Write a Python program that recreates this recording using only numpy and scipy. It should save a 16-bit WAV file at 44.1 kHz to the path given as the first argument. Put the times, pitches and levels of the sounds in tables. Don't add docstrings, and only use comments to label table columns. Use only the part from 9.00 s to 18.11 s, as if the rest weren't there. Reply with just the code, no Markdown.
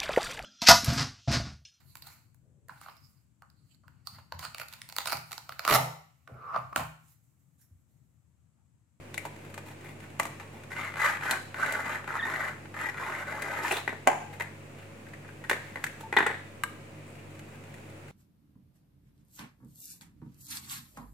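import sys
import numpy as np
from scipy import signal
from scipy.fft import rfft, irfft, next_fast_len
from scipy.io import wavfile
from scipy.ndimage import uniform_filter1d

SR = 44100
rng = np.random.default_rng(int(sys.argv[2]) if len(sys.argv) > 2 else 0)


def pcm_store(signal):
    levels = np.round(np.clip(np.atleast_2d(signal), -1, 1) * 32767)
    wavfile.write(sys.argv[1], SR, levels.astype(np.int16).T)


N = 401828

SIZE = 4096
LEAD = SIZE // 16
HZ = np.fft.rfftfreq(SIZE, 1 / SR)


def amp(db):
    return 10 ** (np.asarray(db) / 20)


def evened(x):
    return x / np.sqrt(np.mean(x ** 2) + 1e-20)


def read(points, hz):
    f, value = np.transpose(points)
    return np.interp(np.log(hz + 1), np.log(f + 1), value)


def add(mix, s, sound):
    part = mix[..., max(round(s * SR), 0):][..., :sound.shape[-1]]
    part += sound[..., :part.shape[-1]]


def wander(count, rate_hz, size=16):
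    steps = next_fast_len(count // size + 2, True)
    hz = np.fft.rfftfreq(steps, size / SR)
    coarse = irfft(rfft(rng.standard_normal(steps)) / (1 + np.square(hz / rate_hz) ** 2), steps)
    return evened(np.interp(np.arange(count) / size, np.arange(steps), coarse))


def colour(x, db):
    log_gain = np.log(amp(np.maximum(np.r_[db, db[-2:0:-1]], -100)))
    ring = np.fft.ifft(np.exp(np.conj(signal.hilbert(log_gain)))).real
    return signal.oaconvolve(np.atleast_2d(x), ring[None], axes=1)[:, :x.shape[-1]]


def lift(hz, width_hz, db):
    return 10 * np.log10(1 + (amp(db) ** 2 - 1) / (1 + (2 * (HZ - hz) / width_hz) ** 2))


def above(edge_hz):
    return 1 - 1 / (1 + (HZ / edge_hz) ** 6)


def resonate(x, hz, width_hz):
    turn = np.exp(2j * np.pi * np.cumsum(hz) / SR)
    r = np.exp(-np.pi * width_hz / SR)
    return 2 * (turn * signal.lfilter([1 - r], [1, -r], x / turn)).real


def smooth_push(push, size=45):
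    power = np.mean(abs(rfft(push)) ** 2, axis=0)
    return -10 * np.log10(uniform_filter1d(power, size=size) + 1e-9)


def friction(count, slips_per_s, spread_db, judder_db, judder_hz):
    sizes = amp(spread_db * np.minimum(rng.exponential(1, count), 3.5))
    slips = (rng.random(count) < slips_per_s / SR) * sizes
    shared = evened(slips * rng.choice([-1, 1], count))
    both = shared + 0.372 * rng.standard_normal((2, count))
    return evened(both * amp(judder_db * wander(count, judder_hz)))


# frequency in Hz, relative density in dB per Hz.
SHEET_SPECTRUM = [(100, -24), (280, -7), (440, -3), (620, -2), (800, 2), (1200, -2.5), (1800, 0),
                  (2700, -5.5), (3200, -11.5), (3800, -11), (5300, -23), (7000, -16.5), (8200, -18),
                  (11000, -24.5), (15500, -28.5)]
# mean frequency in Hz, width in Hz, lift in dB.
CREASE_RESONANCES = [(8130, 3440, 6.5), (11600, 750, 4.5)]


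def snap(hz, ring_db, crack_db, thump_db, crumple):
    t = (np.arange(SIZE) - LEAD) / SR
    shared, *own = rng.standard_normal((3, SIZE))
    strain = amp(-25.0) * np.exp(-abs(t) / 0.006)
    collapse = np.exp(-abs(t / max(1.243 * crumple, 1 / SR)) ** 0.895)
    creases = (shared + 0.407 * np.array(own)) * np.where(t < 0, strain, collapse)
    push = 0.878 * creases / np.linalg.norm(creases[0]) + 0.511 * (t == 0)
    body_db = read(SHEET_SPECTRUM, HZ) + lift(hz, 0.1142 * hz, ring_db) + thump_db * (1 - above(933))
    body_db = body_db + crack_db * (.5 * above(2386) + .5 * above(5110)) - 3 * above(3860)
    for crease_hz, width_hz, lift_db in CREASE_RESONANCES:
        body_db = body_db + lift(crease_hz * (1 + 0.0184 * rng.standard_normal()), width_hz, lift_db)
    return amp(14.5) * colour(push, body_db + smooth_push(push))


# frequency in Hz, relative density in dB per Hz.
AIR_SPECTRUM = [(25, -27.5), (45, -22.5), (65, -10), (82, -16), (112, -17.5), (135, 1), (175, -10),
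                (207, -3.5), (260, -9.5), (480, -9), (900, -16.5), (1500, -19), (2500, -17.5), (3300, -28),
                (5500, -34), (7500, -30), (15500, -43)]
# frequency in Hz, left-right likeness as a fraction.
AIR_LIKENESS = [(30, 0.23), (100, 1), (300, 0.789), (700, 0.185), (1500, 0.021), (5000, 0.027)]
# frequency in Hz, rms level in dB, waver as relative swing and as phase in radians.
HUM_PARTIALS = [(99.57, -53.5, 0.149), (148.52, -57, 0.207), (250.5, -66, 0.45), (310.1, -62, 0.626),
                (353.1, -66, 0.081), (552.9, -64.5, 0.465)]
AIR_DB = -52


def background():
    hz, t = np.fft.rfftfreq(N, 1 / SR), np.arange(N) / SR
    a, b = rfft(rng.standard_normal((2, N)))
    same = np.clip(read(AIR_LIKENESS, hz), -1, 1)
    z = np.array([a, same * a + np.sqrt(1 - same ** 2) * b]) * amp(read(AIR_SPECTRUM, hz))
    air = irfft(z, N) / np.std(irfft(z.mean(0) * (hz > 200), N))
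    hum = np.zeros(N)
    for f, db, waver in HUM_PARTIALS:
        swing = 1 + waver * wander(N, 4.8)
        hum += amp(db) * evened(swing * np.sin(2 * np.pi * f * t + waver * wander(N, 5.95)))
    return amp(AIR_DB) * air + hum


# start in seconds, end in seconds, mean ticks per second,
# typical relative level in dB.
FIDGET_SPELLS = [(0, 1.15, 8, -34.5), (1.451, 1.7, 7.3, -30.5), (5.598, 7.1, 5.5, -38),
                 (8.001, 9.1, 11, -38.5)]
FIDGET_HZ, FIDGET_SPREAD, FIDGET_SPREAD_DB = 2000, 0.344, 2.5
FIDGET_RING_DB, FIDGET_CRACK_DB, FIDGET_THUMP_DB = 5, 4, -6.5
FIDGET_CRUMPLE = 0.00297


def fidgets(count=24):
    out = np.zeros((2, N))
    for start, end, rate, db in FIDGET_SPELLS:
        times = start + np.cumsum(rng.uniform(.2, 1.8, count)) / rate
        for s, (pitch, strength) in zip(times, rng.standard_normal((count, 2))):
            if s < end:
                hz = FIDGET_HZ * np.exp(FIDGET_SPREAD * pitch)
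                tick = snap(hz, FIDGET_RING_DB, FIDGET_CRACK_DB, FIDGET_THUMP_DB, FIDGET_CRUMPLE)
                add(out, s - 0, amp(db + FIDGET_SPREAD_DB * strength) * tick)
    return out


# time in seconds, relative level in dB, panel pitch in Hz,
# panel ring in dB, crack in dB, thump in dB, nominal crumple time in seconds.
PANEL_SNAPS = [ (.1434, -23, 3820, 8.5, 10, -1, 0.00081), (0.1786, -28.5, 2127, 22.5, 20, 6, 0.00091),
               (.253, -22.5, 1002, 14, 6, 9, 0.0054), (.542, -28, 1304, 12.5, 9, -12.5, 0.0022),
               (.578, -20.5, 1130, 2, 2, 4, 0.0048), (1.198, -9, 1150, 14, 7, -3, 0.00088),
               (1.1986, -16, 2093, 16, -15, -2, 0.0013), (1.2, -13, 653, 19.5, -11, -8.5, 0.00041),
               (1.2314, -27, 2200, 10.5, 15.5, 4, 0.00125), (1.254, -22.5, 1200, 15, 9, 7.5, 0.00187),
               (1.2669, -27.5, 1100, 5.5, 7.5, 2.5, .002), (1.399, -20.5, 1100, 7, -3, -3.5, 0.0188),
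               (2.3108, -9, 4210, 8.5, 11, 0, 0.00153), (2.3114, -18, 1450, 5.5, 4, -8.5, 0.0025),
               (2.724, -19.5, 1500, 2.5, 12, 7, 0.0012), (4.4216, -21.5, 1885, 13.5, 11.5, -1.5, 0.002193),
               (4.646, -17, 999, 23, -14, -9.5, 0.00555), (4.7105, -19.5, 648, 17.5, -6.5, 5, 0.00307),
               (4.7134, -15, 2734, 13.5, 0.5, 5.5, 0.00153), (4.7218, -15.5, 9250, 10, 6.5, -0.5, 0.00205),
               (4.724, -18.5, 632, 13, 0.5, 9, 0.0055), (4.7299, -22.5, 423, 17, -7, 3.5, .004),
               (6.4968, -5, 1790, 10.5, 2, -7.5, 0.00324), (6.841, -8.5, 1604, 10.5, 2, -14.5, 0.00174),
               (7.0105, -30.5, 2000, -4.5, 8, 6, .002), (7.1703, -6.5, 3736, 27.5, -23, -18, 0.0015),
               (7.2634, -3.5, 709, 15.5, -28.5, -14, 0.0018), (7.2664, -17, 7870, 15.5, -2, -4.5, 0.0008)]
# time in seconds, relative level in dB.
EDGE_CATCHES = [(1.717, -20), (1.765, -15), (1.815, -22), (1.834, -25), (1.854, -28.5), (1.921, -23.5),
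                (1.94, -17), (1.958, -15.5), (1.969, -15.5), (2.1709, -15), (2.21, -17.5), (2.544, -14.5),
                (2.615, -23), (2.648, -18), (2.975, -21), (3.043, -21), (3.076, -17.5), (3.357, -27),
                (3.656, -25.5), (3.742, -21.5), (3.944, -22), (4.01, -24.5)]


def snaps():
    out = np.zeros((2, N))
    for s, db, *panel in PANEL_SNAPS:
        add(out, s - LEAD / SR, amp(db) * snap(*panel))
    for s, db in EDGE_CATCHES:
        tick = snap(hz=1500, ring_db=4, crack_db=-11.5, thump_db=-6.5, crumple=0.00099)
        add(out, s - LEAD / SR, amp(db) * tick)
    return out


# start in seconds, length in seconds,
# relative level in dB, ring pitch in Hz, ring lift in dB.
BRUSH_STROKES = [(0.195, 0.106, -53, 2130, -2), (0.311, 0.285, -60.5, 1530, 5.5),
                 (0.639, 0.111, -50, 2200, -6), (0.801, 0.146, -50.5, 2160, 6),
                 (0.986, 0.0955, -54, 1830, 7.5), (1.496, 0.15, -54, 681, 13),
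                 (4.62, 0.1886, -36.5, 2710, 10.5), (4.691, .14, -38.5, 3690, 12),
                 (5.297, 0.087, -52, 2200, 4), (5.717, 0.18, -60.5, 2800, 11),
                 (6.538, 0.43, -54.5, 1900, 7.5), (6.979, 0.0715, -52, 2000, -12.5),
                 (8.02, 0.15, -64.5, 8200, 22.5), (8.171, 0.041, -57, 2740, 20),
                 (8.5, 0.0856, -57.5, 1650, 10.5), (8.547, 0.52, -64.5, 7600, 5)]
LIGHT_TOUCH_DB, GRAINS_PER_S, GRAIN_DOUBLING_DB = -55, 1100, 11


def brushes():
    out = np.zeros((2, N))
    for s, length, db, hz, ring_db in BRUSH_STROKES:
        rate = GRAINS_PER_S * 2 ** ((db - LIGHT_TOUCH_DB) / GRAIN_DOUBLING_DB)
        touch = friction(SR, slips_per_s=rate, spread_db=3.0, judder_db=3.5, judder_hz=120)
        touch = touch[:, :int(length * SR)]
        patch_db = read(SHEET_SPECTRUM, HZ) + 4 * above(6900) + lift(hz, 0.142 * hz, ring_db)
        stroke = evened(colour(touch, patch_db))
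        add(out, s, amp(db) * stroke * np.hanning(stroke.shape[1]))
    return out


# start in seconds, length in seconds, rise in seconds, relative scrape level
# in dB, change while held in dB, depth of the jerks in dB, then edge fizz, box boom and loose grit in dB
# relative to the scrape, pitch of the singing panel in Hz and its level in dB relative to the scrape.
TRAY_PULLS = [(1.703, 0.0486, 0.0056, -43, -2, 4, -12.5, -16, -13, 2000, -14.5),
              (1.755, 0.1294, 0.0343, -34.5, -5, 5.5, -18, -20, -8.5, 2040, -4),
              (1.972, 0.1655, 0.0742, -24, -10.5, 4, -17.5, -25, -11, 1220, -12.5),
              (2.211, 0.127, 0.0214, -34.5, 3.5, 6, -16.5, -14, -12, 1500, -2),
              (2.55, 0.2617, 0.0683, -33.5, -3.5, 4, -16, -10, -12, 1467, -5),
              (2.813, 0.1417, 0.0519, -33.5, -.5, 6.5, -19.5, -13, -11.5, 1125, -16.5),
              (3.072, .1, 0.004026, -36.5, 1.5, 18.5, -20, -14.5, -16.5, 1457, -7),
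              (3.201, 0.2896, 0.04274, -34.5, -1, 12.5, -18.5, -13.5, -16, 1868, -6.5),
              (3.744, .15, .07, -35, -3, 9, -17.5, -12.5, -12, 1870, -4.5),
              (3.938, 0.282, 0.0675, -36, -1, 5.5, -19, -12.5, -15, 1374, -20.5),
              (4.219, 0.181, 0.0823, -38, -1, 3.5, -18, -8.5, -14.5, 900.7, -11),
              (4.395, 0.211, 0.024, -38, 2, -1, -18, -8.5, -11.5, 1920, -21),
              (4.601, 0.1817, 0.0373, -35, -5.5, 4, -11, -8.5, -6.5, 1052, -15.5)]
START_DB, RELEASE_DB_PER_S = -12, 291.5


def pulling():
    t = np.arange(N) / SR
    levels, timbres = [], []
    for s, length, rise, db, change_db, *timbre in TRAY_PULLS:
        swell_db = START_DB * np.clip(1 - (t - s) / rise, 0, 1)
        hold_db = change_db * np.clip((t - s - rise) / (length - rise), 0, 1)
        release_db = -RELEASE_DB_PER_S * np.maximum(t - s - length, 0)
        levels.append(np.where(t < s, -np.inf, db + swell_db + hold_db + release_db))
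        timbres.append(timbre)
    return np.max(levels, 0), *np.array(timbres)[np.argmax(levels, 0)].T


def gripping():
    t = np.arange(N) / SR
    locked = sum((t > s) & (t < s + length) for s, length, *_, db, _ in SQUEAK_TONES if db > EASY_PULL_DB)
    return uniform_filter1d(np.minimum(locked, 1.), size=400)


EASY_PULL_DB, JERKS_PER_S, JERK_DOUBLING_DB = -35.5, 140, 13.5
JERK_SPREAD_DB = 2.0


def jerks(level_db, jerk_db):
    effort_db = np.maximum(level_db - EASY_PULL_DB, START_DB)
    rate = JERKS_PER_S * 2 ** (effort_db / JERK_DOUBLING_DB)
    number, cycle = np.divmod(np.cumsum(rate * np.exp(.3 * wander(N, 70))) / SR, 1)
    strength, brightness = rng.standard_normal((SR, 2))[number.astype(int)].T
    jerk = amp(JERK_SPREAD_DB * strength - jerk_db * cycle)
    return jerk / np.sqrt(uniform_filter1d(jerk ** 2, size=2000)), brightness


# frequency in Hz, relative density in dB per Hz.
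CARD_SPECTRUM = [(150, -21.5), (300, -8), (450, -9.5), (650, -9.5), (850, -4.5), (1150, -3), (1600, -0.5),
                 (2000, 0), (2600, -14), (3200, -20.5), (5400, -31), (7200, -24.5), (11400, -34),
                 (15500, -42.5)]
# frequency in Hz, width in Hz, lift in dB.
BOX_PANELS = [(634.3, 52, 7.5), (1200, 88, 2), (3876, 170, 4.5), (7270, 580, 2), (11560, 330, 3.5)]
# frequency in Hz, relative density in dB per Hz.
GRIT_SPECTRUM = [(150, -32), (500, -10), (800, -1), (1500, 0), (2200, -0.5), (3000, -5), (4000, -12.5),
                 (5200, -29.5), (7500, -19.5), (15500, -35)]
GRIT_PER_S = 260
JERK_TILT_DB, JERK_PIVOT_HZ = 2.5, 1500
GRIP_DB = -4


def scrape():
    level_db, jerk_db, fizz_db, boom_db, grit_db, contact_hz, contact_db = pulling()
    jerk, brightness = jerks(level_db, jerk_db)
    slips = jerk * friction(N, slips_per_s=3200, spread_db=1.0, judder_db=-0.66, judder_hz=111)
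    card_db = read(CARD_SPECTRUM, HZ) + sum(lift(*panel) for panel in BOX_PANELS)
    bands = above(638) * (1 - above(3900)), above(3726), above(180.5) * (1 - above(766))
    rasp, fizz, boom = (evened(colour(slips, card_db + 20 * np.log10(band + 1e-9))) for band in bands)
    low_pass = signal.butter(4, JERK_PIVOT_HZ, fs=SR, output="sos")
    dull = signal.sosfiltfilt(low_pass, rasp)
    tilt = amp(JERK_TILT_DB * uniform_filter1d(brightness, size=60))
    rasp = evened(dull / tilt + (rasp - dull) * tilt)
    contact_hz = contact_hz * np.exp(0.046 * wander(N, 11.4))
    stray_hz = 1450 * np.exp(0.259 * wander(N, 11.17))
    contact = amp(contact_db) * evened(resonate(rasp, contact_hz, 96))
    rasp = evened(rasp + contact + resonate(rasp, stray_hz, 232))
    crushing = friction(N, slips_per_s=GRIT_PER_S, spread_db=1.5, judder_db=0.5, judder_hz=45)
    grit = evened(colour(crushing, read(GRIT_SPECTRUM, HZ)))
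    layers = rasp + amp(grit_db) * grit + amp(fizz_db) * fizz + amp(boom_db) * boom
    return amp(level_db + GRIP_DB * gripping() - 1.85) * layers


# start in seconds, length in seconds, start pitch in Hz,
# end pitch in Hz, relative level in dB.
PANEL_GROANS = [(2.01, 0.056, 1182, 1240, -29.5), (2.027, 0.111, 1673, 1600, -36.5),
                (2.215, 0.12, 1580, 1463, -35), (2.595, 0.0725, 1600, 1534, -29.5),
                (2.66, 0.062, 1543, 1500, -35), (3.244, 0.071, 1870, 1920, -40.5),
                (4.63, 0.068, 1833, 1710, -35)]
GROAN_WIDTH_HZ = 98


def groans():
    out = np.zeros((2, N))
    for s, length, start_hz, end_hz, db in PANEL_GROANS:
        count = int(length * SR)
        hz = np.linspace(start_hz, end_hz, count)
        narrow = resonate(rng.standard_normal(count), hz, GROAN_WIDTH_HZ)
        tone = resonate(narrow, hz, 2 * GROAN_WIDTH_HZ)
        add(out, s, amp(db - 6.5) * evened(tone * np.hanning(count)))
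    return out


# start in seconds, #
# length in seconds, start pitch in Hz, end pitch in Hz, relative level in dB, octave in dB relative to the
SQUEAK_TONES = [(3.19, 0.0153, 1829, 1764, -30, -17.5), (3.204, 0.0133, 1747, 1580, -39, -7),
                (3.224, 0.025, 1807, 1858, -28, -17.5), (7.025, 0.055, 880.7, 891, -48.5, -20)]


def squeaks():
    out = np.zeros((2, N))
    for s, length, start_hz, end_hz, db, octave_db in SQUEAK_TONES:
        count = int(length * SR)
        hz = np.linspace(start_hz, end_hz, count) * (1 + 0.0138 * wander(count, 250.8))
        angle = 2 * np.pi * np.cumsum(hz) / SR
        tone = evened(np.sin(angle) + amp(octave_db) * np.sin(2 * angle))
        flutter = amp(1.5 * wander(count, 150))
        add(out, s, amp(db) * tone * signal.windows.tukey(count, .5) * flutter)
    return out


# time in seconds, relative level in dB,
# central pitch of the patch in Hz, crack in dB, thump in dB.
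TRAIN_KNOCKS = [(4.8775, -9, 1941, -9.5, 2), (4.893, -15.5, 1920, -7.5, 3.5), (4.928, -25, 1750, -2, 16.5),
                (5.399, -19.5, 1920, 3, 2), (5.4076, -12, 1970, -5.5, 1), (5.421, -25.5, 1910, 9, 9),
                (5.82, -35.5, 1700, -8, -8), (6.067, -31, 1755, -14, -11), (6.135, -28.5, 1750, -2, -5.5),
                (6.247, -32, 1600, -14.5, -7.5), (6.29, -28, 1770, -13, -1.5), (6.44, -24.5, 1760, -3, -6),
                (6.449, -26.5, 1600, -3.5, -5.5), (6.5125, -6.5, 1783, -3, 5.5),
                (6.531, -12, 1760, -1, 0.5), (6.7579, -18, 1740, -7, 3), (6.772, -25, 1760, -7.5, 7),
                (6.866, -19.5, 1745, 3.5, -18.5), (7.127, -12.5, 1780, -6, 4),
                (7.138, -15, 1950, -10.5, 2.5), (7.1665, -3, 1280, -7.5, 1), (7.1712, -0.5, 1847, -28, 1),
                (7.1799, -13.5, 1850, -4.5, 0.5), (7.1864, -2.5, 1730, -9.5, -1.5),
                (7.1896, -7.5, 1600, -10, -2), (7.2052, -4.5, 1686, -18, 1), (7.227, -12, 1900, -9.5, 7),
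                (7.237, -19.5, 1960, -7, -2.5), (7.2655, -5, 1496, -9, 1.5),
                (7.2694, -8.5, 1776, -13.5, 1.5), (7.2774, -17, 1900, -17.5, -2.5),
                (7.294, -15, 1756, -13, -4.5), (7.302, -17.5, 1890, -15, 5), (7.313, -21, 1860, -8, 2),
                (7.344, -18.5, 1750, -13.5, -3.5)]
TRAY_RING_DB, TRAY_CRUMPLE = 10, 0.00187
SOFTENING_DB = 27
TRAY_SPREAD = 0.062
REBOUND_S, REBOUND_DB, REBOUND_LOSS_DB = .011, -19.5, 0.5
TRAY_BODY_DB = -1


def clacks(count=5):
    out = np.zeros((2, N))
    falls_db = np.r_[0, REBOUND_DB - REBOUND_LOSS_DB * np.arange(count)]
    for s, db, patch_hz, crack_db, thump_db in TRAIN_KNOCKS:
        crumple = TRAY_CRUMPLE * 2 ** (-db / SOFTENING_DB)
        delays = np.r_[0, np.cumsum(REBOUND_S * rng.uniform(.5, 1.5, count))]
        for delay, fall_db in zip(delays, falls_db):
            hz = patch_hz * np.exp(TRAY_SPREAD * rng.standard_normal())
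            knock = snap(hz, TRAY_RING_DB, crack_db, thump_db, crumple)
            add(out, s + delay - LEAD / SR, amp(db + fall_db) * knock)
    return colour(out, TRAY_BODY_DB + lift(hz=1900, width_hz=350, db=2.5))


# time in seconds, relative level in dB, tick in dB.
BOX_LANDINGS = [(5.0693, -26.5, -25.5), (5.0735, -0.5, -0.5), (5.0765, -14.5, -11.5), (5.0843, -9.5, -20.5),
                (5.1000, -15.5, -17), (5.1170, -18, -18.5), (5.1310, -19, -20)]
# frequency in Hz, relative density in dB per Hz.
KNOCK_SPECTRUM = [(100, -29.5), (250, -9.5), (430, -4), (600, -2), (760, 3.5), (1200, -6.5), (2000, -4.5),
                  (2900, -12), (3700, -26), (5500, -27.5), (6200, -21), (7200, -11.5), (8000, -24),
                  (9200, -16.5), (10500, -29.5), (15000, -35)]
# frequency in Hz, relative level in dB, 60 dB decay time in seconds.
HOLLOW_MODES = [(426, -50, 0.27), (503, -48.5, 0.28), (553, -41, 0.33), (637, -48, 0.28), (693, -39, 0.55),
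                (750, -38, 0.57), (825, -34.5, 0.774), (898, -39.5, 0.42), (1010, -45, 0.31),
                (1240, -42.5, 0.36), (1580, -40.5, 0.6)]
BOX_WAVER, BOX_WAVER_HZ = 1.38, 42.3


def box_drop():
    out, t = np.zeros((2, N)), np.arange(SR // 2) / SR
    for s, db, tick_db in BOX_LANDINGS:
        ring = np.zeros(len(t))
        for hz, mode_db, t60 in HOLLOW_MODES:
            angle = 2 * np.pi * hz * t + BOX_WAVER * wander(len(t), BOX_WAVER_HZ)
            ring += amp(mode_db - 60 * t / t60) * np.sin(angle)
        push = (t == 0) + 0.061 * rng.standard_normal((2, len(t))) * np.exp(-t / 0.00408)
        body_db = read(KNOCK_SPECTRUM, HZ) + lift(827, 354, 8.3) + tick_db * above(6300)
        knock = colour(push, body_db + smooth_push(push[:, :SIZE]))
        add(out, s, amp(db) * (amp(20.0) * knock + amp(-3.0) * ring))
    return out


# time in seconds, relative level in dB.
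TRAY_POPS = [(7.6359, -0.5), (7.639, -9)]
# frequency in Hz, relative level in dB, 60 dB decay time in seconds.
STIFF_WALL_MODES = [(993, -28, 0.015), (1188, -22.5, 0.0363), (1600, -22.5, 0.0253), (2160, -29, 0.0184),
                    (2843, -27, 0.0156), (3652, -28.5, 0.0128), (4142, -31, 0.0084)]
# frequency in Hz, relative level in dB.
CRACK_SPECTRUM = [(4000, -39.5), (6200, -21.5), (7300, -14.5), (8000, -4.5), (10000, -16.5), (11700, -16),
                  (15500, -32)]
POP_CRUMPLE, POP_CRUMPLE_S = 0.104, 0.00142
POP_CRACK_S = 0.00193


def tray_pop():
    out, t = np.zeros((2, N)), np.arange(SIZE) / SR
    ring = np.zeros(SIZE)
    for k, (hz, db, t60) in enumerate(STIFF_WALL_MODES):
        ring += (-1) ** k * amp(db - 60 * t / t60) * np.sin(2 * np.pi * hz * t)
    for s, db in TRAY_POPS:
        shared, *own = rng.standard_normal((3, SIZE))
        creases = shared + 0.77 * np.array(own)
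        push = (t == 0) + POP_CRUMPLE * creases * np.exp(-t / POP_CRUMPLE_S)
        crack = colour(creases * np.exp(-t / POP_CRACK_S), read(CRACK_SPECTRUM, HZ))
        pop = signal.fftconvolve(push, ring[None], axes=1)[:, :SIZE]
        add(out, s, amp(db) * (pop + amp(-10.5) * crack))
    return out


# frequency in Hz, 60 dB decay time in seconds.
ROOM_DECAY = [(200, 0.596), (700, 0.467), (1800, 0.52), (5000, 0.725), (9000, 0.472), (15000, 0.476)]


def echoes(table_db, tail_db):
    t = np.arange(SR * 3 // 5) / SR
    taps = rng.choice([-1., 1.], (2, len(t))) * (rng.random((2, len(t))) < 6000 / SR)
    hz, at, z = signal.stft(taps, SR, nperseg=256)
    same = 1 / (1 + (hz / 750) ** 2)[:, None]
    z[1] = same * z[0] + np.sqrt(1 - same ** 2) * z[1]
    early = signal.istft(z, SR, nperseg=256)[1][:, :len(t)] * (t > .0012) * np.exp(-t / 0.00537)
    decay = amp(-60 * at / read(ROOM_DECAY, hz)[:, None])
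    tail = signal.istft(z * decay, SR, nperseg=256)[1][:, :len(t)] * (t > .011)
    parts = (table_db, early), (tail_db, tail)
    return sum(amp(db) * part / np.linalg.norm(part, axis=1, keepdims=True) for db, part in parts)


def room(x, count=4):
    position = np.arange(N) / SR * 5
    out = x.copy()
    for k in range(count):
        distance = np.minimum(abs((position - k + 1) % count - 1), 1)
        share = np.cos(np.pi / 2 * distance)
        out += signal.oaconvolve(x * share, echoes(table_db=-2.0, tail_db=-7.5), axes=1)[:, :N]
    return out


# frequency in Hz, left minus right in dB.
PORT_DIFFERENCE = [(200, 0.5), (700, 0.5), (1400, -2), (2400, 8), (3700, -3), (5500, -10), (7000, -3),
                   (9000, 4.5), (12000, 15.5), (15000, 7)]
NEAR_SHARE, SCRAPE_NEAR_SHARE = 0.372, 0.0916


def scene():
    close, drag = tray_pop() + squeaks(), scrape()
    direct = NEAR_SHARE * close + SCRAPE_NEAR_SHARE * drag
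    others = fidgets() + snaps() + brushes() + groans() + clacks() + box_drop()
    handling = direct + room(close + drag - direct + others)
    lean_db = read(PORT_DIFFERENCE, HZ) / 2
    return np.vstack([colour(handling[0], lean_db), colour(handling[1], -lean_db)]) + background()


EDGE_HZ = 16000


def record(dry):
    offset = .001
    low_pass = signal.firwin(401, EDGE_HZ, window=("kaiser", 9), fs=SR)
    return signal.oaconvolve(dry + offset, low_pass[None], "same")


dry = scene()
out = record(dry)
pcm_store(out)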